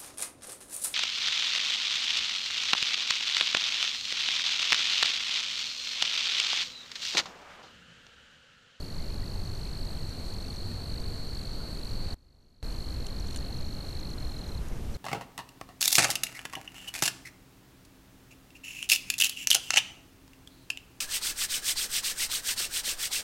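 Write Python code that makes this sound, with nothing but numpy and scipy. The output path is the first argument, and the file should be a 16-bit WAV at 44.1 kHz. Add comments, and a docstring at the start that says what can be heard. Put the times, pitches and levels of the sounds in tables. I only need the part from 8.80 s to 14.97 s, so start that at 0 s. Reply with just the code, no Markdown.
"""Night at a beaver dam. Water rushes low over a faint hum, bubbling and trickling through the sticks.
From the start a cricket trills close by, scraping its wings together and stumbling now and then.
A brighter one joins it from 0.5 s to 3.3 s. Then the level drops abruptly for half a second,
and after that a deeper hum stands out. From 4.3 s the beaver cracks a few twigs,
and near the end the first cricket slows to a halt."""
import sys
import numpy as np
from scipy import signal
from scipy.fft import rfft, irfft, next_fast_len
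from scipy.io import wavfile
from scipy.ndimage import uniform_filter1d

SR = 44100
rng = np.random.default_rng(int(sys.argv[2]) if len(sys.argv) > 2 else 0)


def store_wav(level_fs):
    """Save 16-bit WAV to argv[1]."""
    pcm = np.round(np.clip(np.atleast_2d(level_fs), -1, 1) * 32767)
    wavfile.write(sys.argv[1], SR, pcm.T.astype(np.int16))


N = 272087
TIME = np.arange(N) / SR
QUIET_FROM_S, QUIET_TO_S, QUIET_DB = 3.3447, 3.8278, -24


def undb(db):
    """Turn decibels into a number to multiply by."""
    return 10 ** (np.asarray(db) / 20)


def unit(x):
    """Scale a sound to an average (rms) size of 1."""
    return x / np.sqrt(np.mean(x ** 2))


def wander(rate):
    """A smooth random curve that heads for a new value `rate` times a second."""
    hold = int(SR / rate)
    steps = np.repeat(rng.standard_normal(N // hold + 1), hold)
    return unit(uniform_filter1d(uniform_filter1d(steps, hold), hold)[:N])


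def ring(x, modes):
    """Let a sound ring at several pitches, every second one flipped upside down."""
    return sum((-1) ** k * undb(db) * signal.lfilter(*signal.iirpeak(hz, hz / width, fs=SR), x)
               for k, (hz, width, db) in enumerate(modes))


def add(track, start_s, sound):
    """Mix a short sound into a track."""
    i = int(np.clip(start_s * SR, 0, N))
    track[i:i + len(sound)] += sound[:N - i]


# The water's tone, low to high. Each row: pitch in Hz, level in dB per Hz.
WATER_TONE = [(6, -50), (18, -50.5), (45, -56), (100, -61), (200, -68), (400, -75), (1000, -85),
              (2000, -90.5), (3500, -93.5), (5200, -95.5), (7500, -98), (10000, -99.5), (13800, -101)]
def rushing_water(surge_db=0.04, flicker_db=0.7):
    """Water pours over the dam: bands of noise, an octave apart, surge a little and flicker."""
    hz, db = np.transpose(WATER_TONE)
    size = next_fast_len(N)
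    octave = np.log2(np.maximum(np.arange(size // 2 + 1) * SR / size, 1))
    shape = undb(np.interp(octave, np.log2(hz), db)) * np.sqrt(SR / 2)
    spectrum = rfft(rng.standard_normal(size)) * shape
    out, surge = 0, surge_db * wander(6.5)
    for centre in range(2, 16):
        band = irfft(spectrum * np.clip(1 - abs(octave - centre), 0, 1), size)[:N]
        out = out + band * undb(surge + flicker_db * wander(18))
    return out


# Two hums. Each row: pitch in Hz, width in Hz, level in dB before the quiet moment, then from it on.
LOW_HUMS = [(62.74, 2.9, -73, -43.5), (93.3, 7, -50.5, -56)]
def hum():
    """Two low hums waver far away; the deeper one takes over when the quiet moment begins."""
    out = 0
    for hz, width, before_db, after_db in LOW_HUMS:
        mode = [(hz, width, 0)]
        tone = unit(ring(ring(rng.standard_normal(N), mode), mode))
        out = out + tone * undb(np.where(TIME < QUIET_FROM_S, before_db, after_db))
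    return out


def wing_stroke(rate, top_hz, closed_hz=3928, full_rate=51, rough_db=1.2, growth_db=4.5):
    """One wing scrapes over the other's teeth, slowing (lower pitch) and pressing harder (louder)."""
    length_s = 0.01075 * (full_rate / rate) ** 0.32  # slower wings make longer strokes
    progress = np.linspace(0, 1, int(length_s * SR))
    # the teeth catch unevenly, in speed and in force
    speed, force = (np.interp(progress, np.linspace(0, 1, 10), row)
                    for row in rng.standard_normal((2, 10)))
    hz = (top_hz + (closed_hz - top_hz) * progress ** 2.1) * (1 + 0.0087 * speed)
    fade_in = 0.072 + 1.4 * max(1 - rate / full_rate, 0)  # slower wings start more softly
    contact = np.clip(progress / fade_in, 0, 1) * np.clip((1 - progress) / 0.15, 0, 1)
    phase = 2 * np.pi * np.cumsum(hz) / SR
    return phase, contact * undb(rough_db * force - growth_db * (1 - progress ** 2))


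# How the wings colour the overtone, an octave up. Each row: pitch in Hz, width in Hz, boost in dB.
WING_RING = [(8030, 150, 8), (8750, 900, -5)]
def cricket(runs, tempo, song, scatter_db=0.65, scatter_pitch=0.0033, scatter_s=0.00018):
    """A cricket trills in runs of wing strokes; the last of a run can slip and catch late."""
    tone, overtone = np.zeros((2, N))
    song_times, *song_columns = np.transpose(song)
    for when, strokes, slip in runs:
        for k, (late, sharp, loud) in enumerate(rng.standard_normal((int(strokes), 3))):
            rate = np.interp(when, *np.transpose(tempo))
            top_hz, db, overtone_db = (np.interp(when, song_times, column) for column in song_columns)
            phase, force = wing_stroke(rate, top_hz * (1 + scatter_pitch * sharp))
            force *= undb(scatter_db * loud)
            if k == int(strokes) - 1:
                force *= undb(slip * np.linspace(0.5, -0.24, len(force)))
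            start_s = when + scatter_s * late
            add(tone, start_s, undb(db) * force * np.sin(phase))
            add(overtone, start_s, undb(overtone_db) * force * np.sin(2 * phase))
            when = when + 1 / rate
    return tone + ring(overtone, WING_RING)


def thicket(x, echo_db=-16, decay_s=0.047):
    """The sticks and the bank scatter a short, weak echo."""
    t = TIME[:SR // 5]
    tail = rng.standard_normal(len(t)) * np.exp(-t / decay_s)
    return x + undb(echo_db) * signal.fftconvolve(x, tail / np.linalg.norm(tail))[:N]


# Runs of wing strokes. Each row: start in seconds, number of strokes, slip (0 is none, lower is more).
CLOSE_RUNS = [ (.0023, 9, -8), (.18, 11, -12), (.3967, 27, -12), (.9276, 12, -12), (1.1655, 10, -12),
              (1.3638, 12, 0), (1.6022, 24, 0), (2.0765, 13, -8), (2.333, 24, -10), (2.8104, 15, -12),
              (3.1074, 13, -8), (3.3625, 47, -24), (4.3016, 24, -6), (4.7824, 18, -10), (5.1454, 10, -3),
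              (5.3772, 17, 0), (6.141, 1, -6)]
BRIGHT_RUNS = [(.528, 42, 0), (1.3724, 95, 0)]
# How fast the wings move. Each row: time in seconds, strokes per second.
CLOSE_TEMPO = [(0, 51.1), (3.2, 50.7), (3.5, 50.2), (5.1, 49.9), (5.25, 48.6), (5.63, 39.7), (5.73, 33.7)]
BRIGHT_TEMPO = [(1.25, 49.8), (1.4, 48.65), (2.25, 48.6), (2.7, 47.9), (3.3, 47.3)]
# The song. Each row: time in seconds, a stroke's starting pitch in Hz, level in dB, overtone in dB.
CLOSE_SONG = [(0, 4520, -39.5, -69), (3.3, 4495, -39.5, -66), (3.9, 4445, -39, -68),
              (5.1, 4406, -38.5, -66), (5.7, 4340, -39.5, -74)]
BRIGHT_SONG = [(.53, 4360, -54, -62), (1.15, 4330, -47, -56), (1.7, 4462, -40.5, -55.5),
               (3.3, 4588, -40, -56.5)]
def crickets():
    """A close cricket and a brighter one sing among the sticks."""
    close = cricket(CLOSE_RUNS, CLOSE_TEMPO, CLOSE_SONG)
    bright = cricket(BRIGHT_RUNS, BRIGHT_TEMPO, BRIGHT_SONG)
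    return thicket(close + bright)


# The clearest bubbles. Each row: start in seconds, pitch in Hz, peak level in dB.
CLEAR_BUBBLES = [(.192, 2030, -46), (.43, 1880, -45), (.862, 2380, -47), (1.172, 3100, -46),
                 (1.916, 1800, -49), (2.803, 1380, -47), (4.608, 1790, -50), (5.924, 2067, -47)]
def bubbles(fizz_db=-64, decay_cycles=11, rise=0.038, low_hz=600, high_hz=3600, count=600):
    """A few clear bubbles and many small ones ring briefly, rising in pitch as they surface."""
    out = np.zeros(N)
    small = [(when * N / SR, low_hz * (high_hz / low_hz) ** pitch, fizz_db - 3.5 * np.log(faint + .005))
             for when, pitch, faint in rng.random((count, 3))]
    for when, hz, db in list(CLEAR_BUBBLES) + small:
        decay_samples = decay_cycles * SR / hz
        age = np.arange(int(5 * decay_samples)) / decay_samples
        phase = 2 * np.pi * decay_cycles * age * (1 + rise * age / 2)
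        add(out, when, undb(db) * np.sin(phase) * np.exp(-age))
    return out


def burst(db, decay_s):
    """A short, fading puff of noise."""
    t = TIME[:SR // 25]
    return undb(db) * np.exp(-t / decay_s) * rng.standard_normal(len(t))


# The clearest drops. Each row: start in seconds, level in dB before the boosts.
CLEAR_DROPS = [(1.292, -42), (1.536, -43), (1.76, -41), (2.547, -45), (3.921, -45), (4.398, -41),
               (4.471, -42), (5.2, -44), (5.302, -45), (5.586, -47)]
# How a drop rings. Each row: pitch in Hz, width in Hz, boost in dB.
DROP_RING = [(5700, 520, 8), (6630, 1600, 2.5), (9000, 2000, -15)]
def trickle(boost_db=2, patter_db=-53, count=480):
    """A few clear drops and a patter of small ones tick on the wet sticks."""
    out = np.zeros(N)
    for when, db in CLEAR_DROPS:
        add(out, when, burst(db + boost_db, decay_s=0.0036))
    for when, faint in rng.random((count, 2)) * [N / SR, 1]:
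        add(out, when, burst(patter_db - 2.5 * np.log(faint + 0.013), decay_s=0.0023))
    return ring(out, DROP_RING)


# Twigs breaking. Each row: start in seconds, tearing in dB, extra dB for the snap, extra dB for the body.
TWIG_CRACKS = [(4.266, -41, 1, 2), (4.267, -32.5, 8, -1), (4.484, -46, 0, 6), (4.509, -39, 4, 1),
               (4.532, -41, 9, 3), (4.5455, -40, 9, 6), (4.5608, -28.5, 15, -2.5), (4.572, -31, 4, -12),
               (5.885, -43, 20, -14)]
# How the wood rings: its low body and bright edge. Each row: pitch in Hz, width in Hz, boost in dB.
WOOD_BODY = [(1650, 400, -2), (2750, 770, 3), (3550, 1100, 4)]
WOOD_EDGE = [(5440, 760, -4), (6800, 1000, 4), (9050, 1000, -1), (12100, 2500, -14)]
def twigs():
    """The beaver cracks twigs: a sharp snap, then tearing fibres, make the wood ring."""
    edge, body = np.zeros((2, N))
    for when, tear_db, snap_db, body_db in TWIG_CRACKS:
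        crack = burst(tear_db, decay_s=0.0026)
        crack[0] += undb(tear_db + snap_db)
        add(edge, when, crack)
        add(body, when, crack * undb(body_db))
    return ring(edge, WOOD_EDGE) + ring(body, WOOD_BODY)


def scene():
    """Crickets, water, twigs and hum, mixed into one channel."""
    return (crickets() + rushing_water() + bubbles() + trickle() + twigs() + hum())[None]


def record(dry):
    """The level drops abruptly for half a second, and the highest treble is cut throughout."""
    quiet = (TIME > QUIET_FROM_S) & (TIME < QUIET_TO_S)
    treble_cut = signal.ellip(12, .1, 70, 13900, fs=SR, output="sos")  # above 13900 Hz
    return signal.sosfilt(treble_cut, dry * undb(QUIET_DB * quiet))


dry = scene()
out = record(dry)
store_wav(out)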